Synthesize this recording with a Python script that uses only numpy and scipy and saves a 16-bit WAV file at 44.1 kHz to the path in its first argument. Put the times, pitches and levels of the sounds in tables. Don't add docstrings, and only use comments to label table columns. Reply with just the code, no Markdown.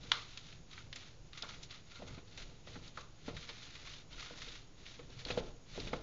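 import sys
import numpy as np
from scipy import signal
from scipy.fft import rfft, irfft, next_fast_len
from scipy.io import wavfile

SR = 44100
rng = np.random.default_rng(int(sys.argv[2]) if len(sys.argv) > 2 else 0)


def log_audio(samples):
    frames = np.atleast_2d(samples).T
    limited = np.clip(frames, -1, 1)
    pcm = np.round(limited * 32767).astype(np.int16)
    wavfile.write(sys.argv[1], SR, pcm)


def boost(x):
    u = np.asarray(x, float) / 20
    return 10 ** u


N = 265482

# t/s, board creak level/dB, rumble level/dB, board flexing level/dB
LOW_SWELLS = [(.05, -51.5, -60.5, -73), (.54, -68, -64, -62), (0.879, -64, -64.5, -65),
              (1.2, -72, -76, -63.5), (1.56, -53, -69, -62), (2.11, -52, -53.5, -64),
              (2.44, -57, -68, -58), (2.78, -56.5, -59.5, -57), (3.07, -70, -72, -62),
              (3.34, -54, -53, -65), (3.88, -58, -71, -63.5), (4.161, -56, -68.5, -57),
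              (4.46, -58, -70, -52), (5.12, -63, -59.5, -57.5), (5.34, -46, -53.5, -50.5),
              (5.46, -55, -63.5, -52.5), (5.82, -53.5, -56, -52.5), (5.95, -50, -59, -51)]
# f/Hz, level per Hz/dB
RUMBLE_SPECTRUM = [(35, -18), (55, -5), (75, -9.5), (105, -4.5), (166, -8), (200, -22.5), (300, -24.5)]
# f/Hz, level per Hz/dB
FLEX_SPECTRUM = [(8, -16), (25, 8.5), (45, -2.5), (70, -32.5)]
# f/Hz, level per Hz/dB
HISS_SPECTRUM = [(120, -14), (160, -8.5), (250, -5), (350, -6.5), (750, -14.5), (1800, -21), (3700, -20),
                 (5500, -21), (6900, -22.5), (7700, -23.5)]
# start t/s, hold t/s, rustle level/dB, box wall share level/dB
TISSUE_TUGS = [(.02, 0.12, -55.5, -0.5), (0.121, 0.11, -52.5, 7), (0.29, 0.12, -58, 0.5),
               (.385, 0.15, -57, -7), (0.71, .04, -60, 0), (0.769, 0.037, -55, 7.5), (0.956, 0.13, -56, -4),
               (1.359, 0.12, -55.5, 4), (1.488, 0.054, -51, 2.5), (1.62, 0.023, -60.5, -2),
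               (1.715, 0.037, -54, 3), (1.921, 0.081, -56, 4), (2.078, 0.08, -57, 7.5),
               (2.28, .07, -62, -6), (2.382, 0.046, -52, -2), (2.68, 0.082, -55, 0), (2.98, 0.013, -53, -4),
               (3.261, .03, -53.5, -1.5), (3.353, 0.18, -53.5, -2), (3.559, 0.42, -54, -1.5),
               (3.852, 0.11, -54, 2), (4.124, 0.087, -55, 4.5), (4.19, 0.13, -51, 2.5),
               (4.375, 0.2, -50.5, -3.5), (4.87, 0.068, -53.5, -9), (5.105, 0.038, -59.5, -4),
               (5.195, 0.024, -53, 0), (5.281, 0.1, -50.5, 3), (5.731, 0.15, -50, -5.5),
               (5.933, 0.017, -53.5, 4)]
# start t/s, rustle level/dB
HEAP_STIRS = [
    (2.5, -64),
    (2.835, -59),
    (3.19, -65),
    (4.78, -61),
    (5.02, -65),
    (5.268, -51),
    (5.44, -62.5),
    (5.68, -61),
    (1.87, -65),
]
# f/Hz, level per Hz/dB
TISSUE_SPECTRUM = [(600, -14.5), (900, -19), (1340, -13), (1720, -11.5), (2180, -9), (2800, -8.5),
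                   (3200, -8), (3600, -4.5), (4200, -6), (5250, -11), (6300, -11.5), (7000, -17.5),
                   (7700, -14.5)]
# f/Hz, width f/Hz, level/dB
WALL_TONES = [
    (1020, 420, -10),
    (1260, 29, 5.5),
    (1402, 62, 7.5),
    (2060, 190, 3),
]
# f/Hz, width f/Hz, level/dB, extra ring-on level/dB
SNAP_PARTS = [
    (1166, 516, -1, 8),
    (2073, 1160, 2, 4.5),
    (5830, 7700, -1, -0.5),
    (3564, 1680, 0, 3),
]
# t/s, peak level/dB, fold relative level/dB, crisp edge relative level/dB
FOLD_RASPS = [(0.0284, -52, -10, -12), (.3294, -52.5, -11.5, -8), (0.7086, -50, -11, -8),
              (.726, -51, -4, -25), (1.371, -43.5, -6.5, -3), (1.627, -43.5, -15, 2),
              (1.7028, -43, -11.5, -15), (1.7384, -52, -10, -16), (1.952, -48, -11, -14),
              (2.073, -51, -5.5, 2.5), (2.3092, -60, -4, -15), (2.6683, -51.5, -4.5, -21),
              (3.3628, -42.5, -5.5, -4.5), (3.424, -45.5, -8, -23), (3.4865, -39, -8, -17),
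              (3.749, -47.5, -3, -2), (3.8686, -43, -5.5, -14), (3.933, -46, -16, -11),
              (3.9766, -56, -3, -8), (4.1245, -45, -17, -18), (4.1924, -41.5, -7.5, -7),
              (4.2594, -52, -10, -20), (4.4147, -39.5, -8.5, -7.5), (4.482, -42, -21, -18),
              (4.55, -48.5, -5, -2), (5.1875, -46.5, -7.5, -6), (5.3027, -38, -3, -11.5),
              (5.3725, -39.5, -6, -16), (5.7454, -55, -3, -13), (5.869, -43, -4.5, -9)]
# t/s, peak level/dB, box wall relative level/dB, time to fall 60 dB t/s
CLAW_SCRAPES = [
    (0.7773, -53, 6, 0.039),
    (1.4334, -52.5, 9.5, 0.076),
    (2.0194, -53.5, -5, 0.08),
    (2.1766, -54.5, -2, 0.082),
    (2.7544, -52.5, 1, 0.067),
    (3.2806, -46.5, -2, 0.095),
    (4.9875, -52.5, -0.5, 0.085),
    (5.2809, -47.5, 1.5, 0.084),
]
# t/s, peak level/dB, hardness per octave above level/dB,
# weight per octave below level/dB, time for contact to fall 60 dB t/s
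BOARD_KNOCKS = [(0.116, -35.5, 2, -18.5, 0.011), (0.964, -52.5, 6.5, -4, 0.013),
                (1.43, -44.5, 11.5, -1, 0.026), (1.994, -45, -2, -3.5, 0.047), (2.019, -42, 3, 1, 0.035),
                (2.175, -47, 0, 3, 0.047), (2.377, -52.5, 8, 3.5, 0.025), (2.512, -55, 1, 8.5, 0.028),
                (2.671, -45, 1, -2, 0.032), (2.754, -48, 7.5, 7.5, 0.061), (2.978, -47, 9.5, -6, 0.026),
                (3.28, -32.5, -0.5, -5.5, 0.031), (3.488, -51, 9.5, -4, 0.068), (4.307, -43.5, 3, 5, 0.027),
                (4.473, -53, 4, -6, 0.028), (4.992, -42, -5, -2.5, 0.023), (5.096, -53.5, -6, 0.5, 0.048),
                (5.258, -43.5, 0.5, -2.5, 0.078), (5.302, -30.5, -1, -11, 0.031),
                (5.373, -24.5, -2.5, -2.5, 0.042), (5.757, -45.5, -4, 0, 0.019),
                (5.777, -32.5, -4.5, 1, 0.015), (5.869, -39, -2, 2, 0.019), (5.93, -27, -1.5, -3, 0.04)]
# f/Hz, level/dB, time to fall 60 dB t/s
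BOARD_TONES = [(127, -7.5, 0.015), (190, -6.5, 0.051), (223, -8.5, 0.027), (278, -4, .045),
               (365, -7.5, 0.049), (470, -8, 0.024), (480.3, -3, 0.056), (583, -7, 0.041),
               (681, -5.5, 0.025), (856, -9.5, 0.031), (1030, -13, 0.027), (1375, -9, 0.022)]
# t/s, peak level/dB, pitch f/Hz
SHORT_RINGS = [(.1186, -21, 3030), (.1182, -29, 3300), (.7795, -42, 2250), (1.4237, -29.5, 5200),
               (2.878, -42.5, 4700), (2.9743, -43, 1180), (2.975, -44, 690), (4.8648, -44, 2200),
               (5.2512, -29, 4300), (5.378, -39, 210), (5.781, -42, 420), (.9285, -42, 2000),
               (.959, -43, 6200), (5.305, -29, 2600), (5.8005, -37, 4900), (2.755, -49, 1800),
               (1.4235, -43, 8100)]
# t/s, peak level/dB, then relative level/dB of box wall, fold and crisp edge
TISSUE_SNAPS = [(.374, -36.5, -13.5, -12.5, -10), (0.526, -51, -7, -3, -18), (0.9288, -37, -22, -7.5, -13),
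                (.9594, -41.5, -27, -2, 5), (1.01, -55, -21, -6, -15), (1.3323, -43, -13, -12, -29),
                (1.4241, -33.5, -13, -33, -42), (1.4903, -39.5, -4.5, -20, -23),
                (2.376, -43.5, -15.5, -4, 3), (2.8804, -51, -22, -20, 0), (2.9739, -41.5, 11.5, -41, -37),
                (4.865, -45.5, -15, -4.5, -15), (5.2525, -39, -22, -24, -31), (5.8022, -37, -20, -14, -22),
                (5.9322, -42.5, 9, 5, -13)]

# level/dB, time to fall 60 dB t/s
SNAP_ECHO, KNOCK_ECHO = (-25, 0.35), (-14, 0.39)


def rms_one(x):
    return x / np.sqrt(np.mean(x ** 2) + 1e-20)


def drift(rate_hz):
    r = np.exp(-2 * np.pi * rate_hz / SR)
    slow = signal.lfilter([1], [1, -2 * r, r * r], rng.standard_normal(N + SR))
    return rms_one(slow[SR:])


def colour(x, spectrum):
    hz, db = np.transpose(spectrum)
    size = next_fast_len(N)
    grid_hz = np.maximum(np.arange(size // 2 + 1) * SR / size, 1)
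    gain = boost(np.interp(np.log(grid_hz), np.log(hz), db, -90, -90))
    return rms_one(irfft(rfft(x, size) * gain, size)[:N])


def resonate(x, hz, width_hz):
    r = np.exp(-np.pi * width_hz / SR)
    feed = np.array([1, 0, -1]) * (1 - r * r) / 2
    return signal.lfilter(feed, [1, -2 * r * np.cos(2 * np.pi * hz / SR), r * r], x + 1e-18)


def grains(per_s, spread_db):
    sizes = boost(spread_db * np.minimum(rng.exponential(1, N), 4))
    signed = sizes * rng.choice([-1, 1], N)
    return rms_one(signed * (rng.random(N) < per_s / SR))


def bursts(times, peak_db, t60, rise_share, echo):
    out = np.zeros(N)
    echo_db, echo_t60 = echo
    for s, db, fade in zip(times, peak_db, np.maximum(t60, 0.004)):
        rise = max(rise_share, 0.01) * fade
        start = int((s - 0.0015) * SR)
        t = np.arange(min(SR // 2, N - start)) / SR
        since_peak = np.maximum(t - rise, 0)
        dying = boost(-60 * since_peak / fade) + boost(echo_db - 60 * since_peak / echo_t60)
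        out[start:start + len(t)] += boost(db) * dying * np.minimum(t / rise, 1) ** 2
    return out


def cracking(rows, gain_db, rise_share, echo):
    s, peak_db, *shares, t60 = np.transpose(rows)
    cracks, out = grains(16000, spread_db=1.5), 0
    signs = (1, -1, -1, 1)
    for (hz, width, db, ring_db), share_db, sign in zip(SNAP_PARTS, shares + [0], signs):
        part_echo = (echo[0] + ring_db, echo[1])
        struck = cracks * bursts(s, peak_db + share_db + db + gain_db, t60, rise_share, part_echo)
        ringing = resonate(resonate(struck, hz, width), hz, width)
        out = out + sign * ringing * np.sqrt(SR / width) / 3
    return out


def swelling():
    lengths_s = (0.073, 0.059, 0.052)
    at_rest_db = (-68, -62.5, -65.5)
    t = np.arange(0, N, 32) / SR
    s, *peaks = np.transpose(LOW_SWELLS)[:, :, None]
    levels = []
    for db, length, rest_db in zip(peaks, lengths_s, at_rest_db):
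        swells = boost(db) * np.exp(-0.5 * ((t - s) / length) ** 2)
        level_db = 20 * np.log10(boost(rest_db) + swells.sum(axis=0))
        levels.append(np.interp(np.arange(N) / SR, t, level_db))
    return levels


def background(rumble_db, flex_db):
    rumble = boost(rumble_db) * colour(rng.standard_normal(N), RUMBLE_SPECTRUM)
    flex = boost(flex_db) * colour(rng.standard_normal(N), FLEX_SPECTRUM)
    hiss = boost(-64.5) * colour(rng.standard_normal(N), HISS_SPECTRUM)
    whine = boost(-78) * rms_one(resonate(rng.standard_normal(N), hz=6675, width_hz=14))
    return rumble + flex + hiss + whine


def tugging():
    grip_db_per_s, sag_db_per_s, let_go_db_per_s = 451, 9.5, 195
    settle_db, settle_wall_db = -80, 1.5
    stir_hold_s, stir_wall_db = 0.051, -3
    t = np.arange(0, N, 32) / SR
    stirs = [(s, stir_hold_s, db, stir_wall_db) for s, db in HEAP_STIRS]
    s, hold, db, wall_db = np.transpose(list(TISSUE_TUGS) + stirs)[:, :, None]
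    since = t - s
    grip = grip_db_per_s * np.minimum(since, 0)
    sag = sag_db_per_s * np.clip(since, 0, hold)
    let_go = let_go_db_per_s * np.maximum(since - hold, 0)
    pull = boost(db + grip - sag - let_go) ** 2
    still = boost(settle_db) ** 2
    power = still + pull.sum(axis=0)
    level_db = 10 * np.log10(power)
    share_db = (still * settle_wall_db + (pull * wall_db).sum(axis=0)) / power
    crisp_db = 2 + 0.52 * np.maximum(-63.5 - level_db, 0)
    return [np.interp(np.arange(N) / SR, t, curve) for curve in (level_db, share_db, crisp_db)]


def rustle(level_db, wall_db, crisp_db):
    clumps = boost(1.2 * drift(25) + 1.2 * drift(70))
    tissue = colour(clumps * grains(4000, spread_db=0.5), TISSUE_SPECTRUM)
    edge = signal.sosfilt(signal.butter(4, 4900, "high", fs=SR, output="sos"), tissue)
    tissue = tissue + (boost(crisp_db) - 1) * edge
    rubbing = clumps * grains(3000, spread_db=10.5)
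    wall = rms_one(sum(boost(db) * resonate(rubbing, hz, width) for hz, width, db in WALL_TONES))
    return boost(level_db - 1.5) * (tissue + boost(wall_db - 11.0) * wall)


def rasps():
    rows = []
    for s, db, fold_db, edge_db in FOLD_RASPS:
        wall_db = fold_db - 2
        rows.append((s, db, wall_db, fold_db, edge_db, 0.077))
    for s, db, wall_db, t60 in CLAW_SCRAPES:
        rows.append((s, db, wall_db, -3.5, -15.5, t60))
    return cracking(rows, gain_db=0.5, rise_share=0.083, echo=SNAP_ECHO)


def board(creak_db):
    s, peak_db, hard_db, weight_db, t60 = np.transpose(BOARD_KNOCKS)
    out = 0
    for hz, db, ring_s in BOARD_TONES:
        octaves = np.log2(hz / 480)
        strength_db = peak_db + (hard_db if octaves > 0 else -weight_db) * octaves
        knocks = bursts(s, strength_db, t60, rise_share=0.061, echo=KNOCK_ECHO)
        push = (knocks + boost(creak_db - 9.5)) * rng.standard_normal(N)
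        r, w = boost(-60 / (ring_s * SR)), 2 * np.pi * hz / SR
        feed = [0, boost(db - 26.0) * np.sin(w)]
        out = out + signal.lfilter(feed, [1, -2 * r * np.cos(w), r * r], push)
    return out


def box_edge():
    # t/s, peak level/dB, relative level/dB of wall, fold and crisp edge, time to fall 60 dB t/s
    crack = (0.1168, -17.5, -7, -14, -19, 0.012)
    return cracking([crack], gain_db=4.5, rise_share=0.236, echo=(-23, 0.35))


def flicks():
    ring_cycles = 21
    touches = ((0, 0), (0.0021, -3.5))
    out, t = np.zeros(N), np.arange(SR // 8) / SR
    for s, db, hz in SHORT_RINGS:
        ring = np.sin(2 * np.pi * hz * t) * boost(db - 60 * t * hz / ring_cycles)
        for lag, loss_db in touches:
            start = int((s + lag) * SR)
            out[start:start + len(t)] += boost(loss_db) * ring
    return out


def snaps():
    rows = [(*row, 0.035) for row in TISSUE_SNAPS]
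    return cracking(rows, gain_db=2.0, rise_share=0.025, echo=SNAP_ECHO)


def scene():
    creak_db, rumble_db, flex_db = swelling()
    attic = background(rumble_db, flex_db)
    tissue = rustle(*tugging()) + rasps() + snaps()
    hard_parts = board(creak_db) + box_edge() + flicks()
    return (attic + tissue + hard_parts)[None]


def roll_off(x):
    return signal.sosfilt(signal.butter(12, 7820, fs=SR, output="sos"), x)


def record(dry):
    low_pass = signal.cheby2(13, 40, 7670, fs=SR, output="sos")
    mix = signal.sosfilt(low_pass, dry) + 0.0012
    return roll_off(mix)


dry = scene()
out = record(dry)
log_audio(out)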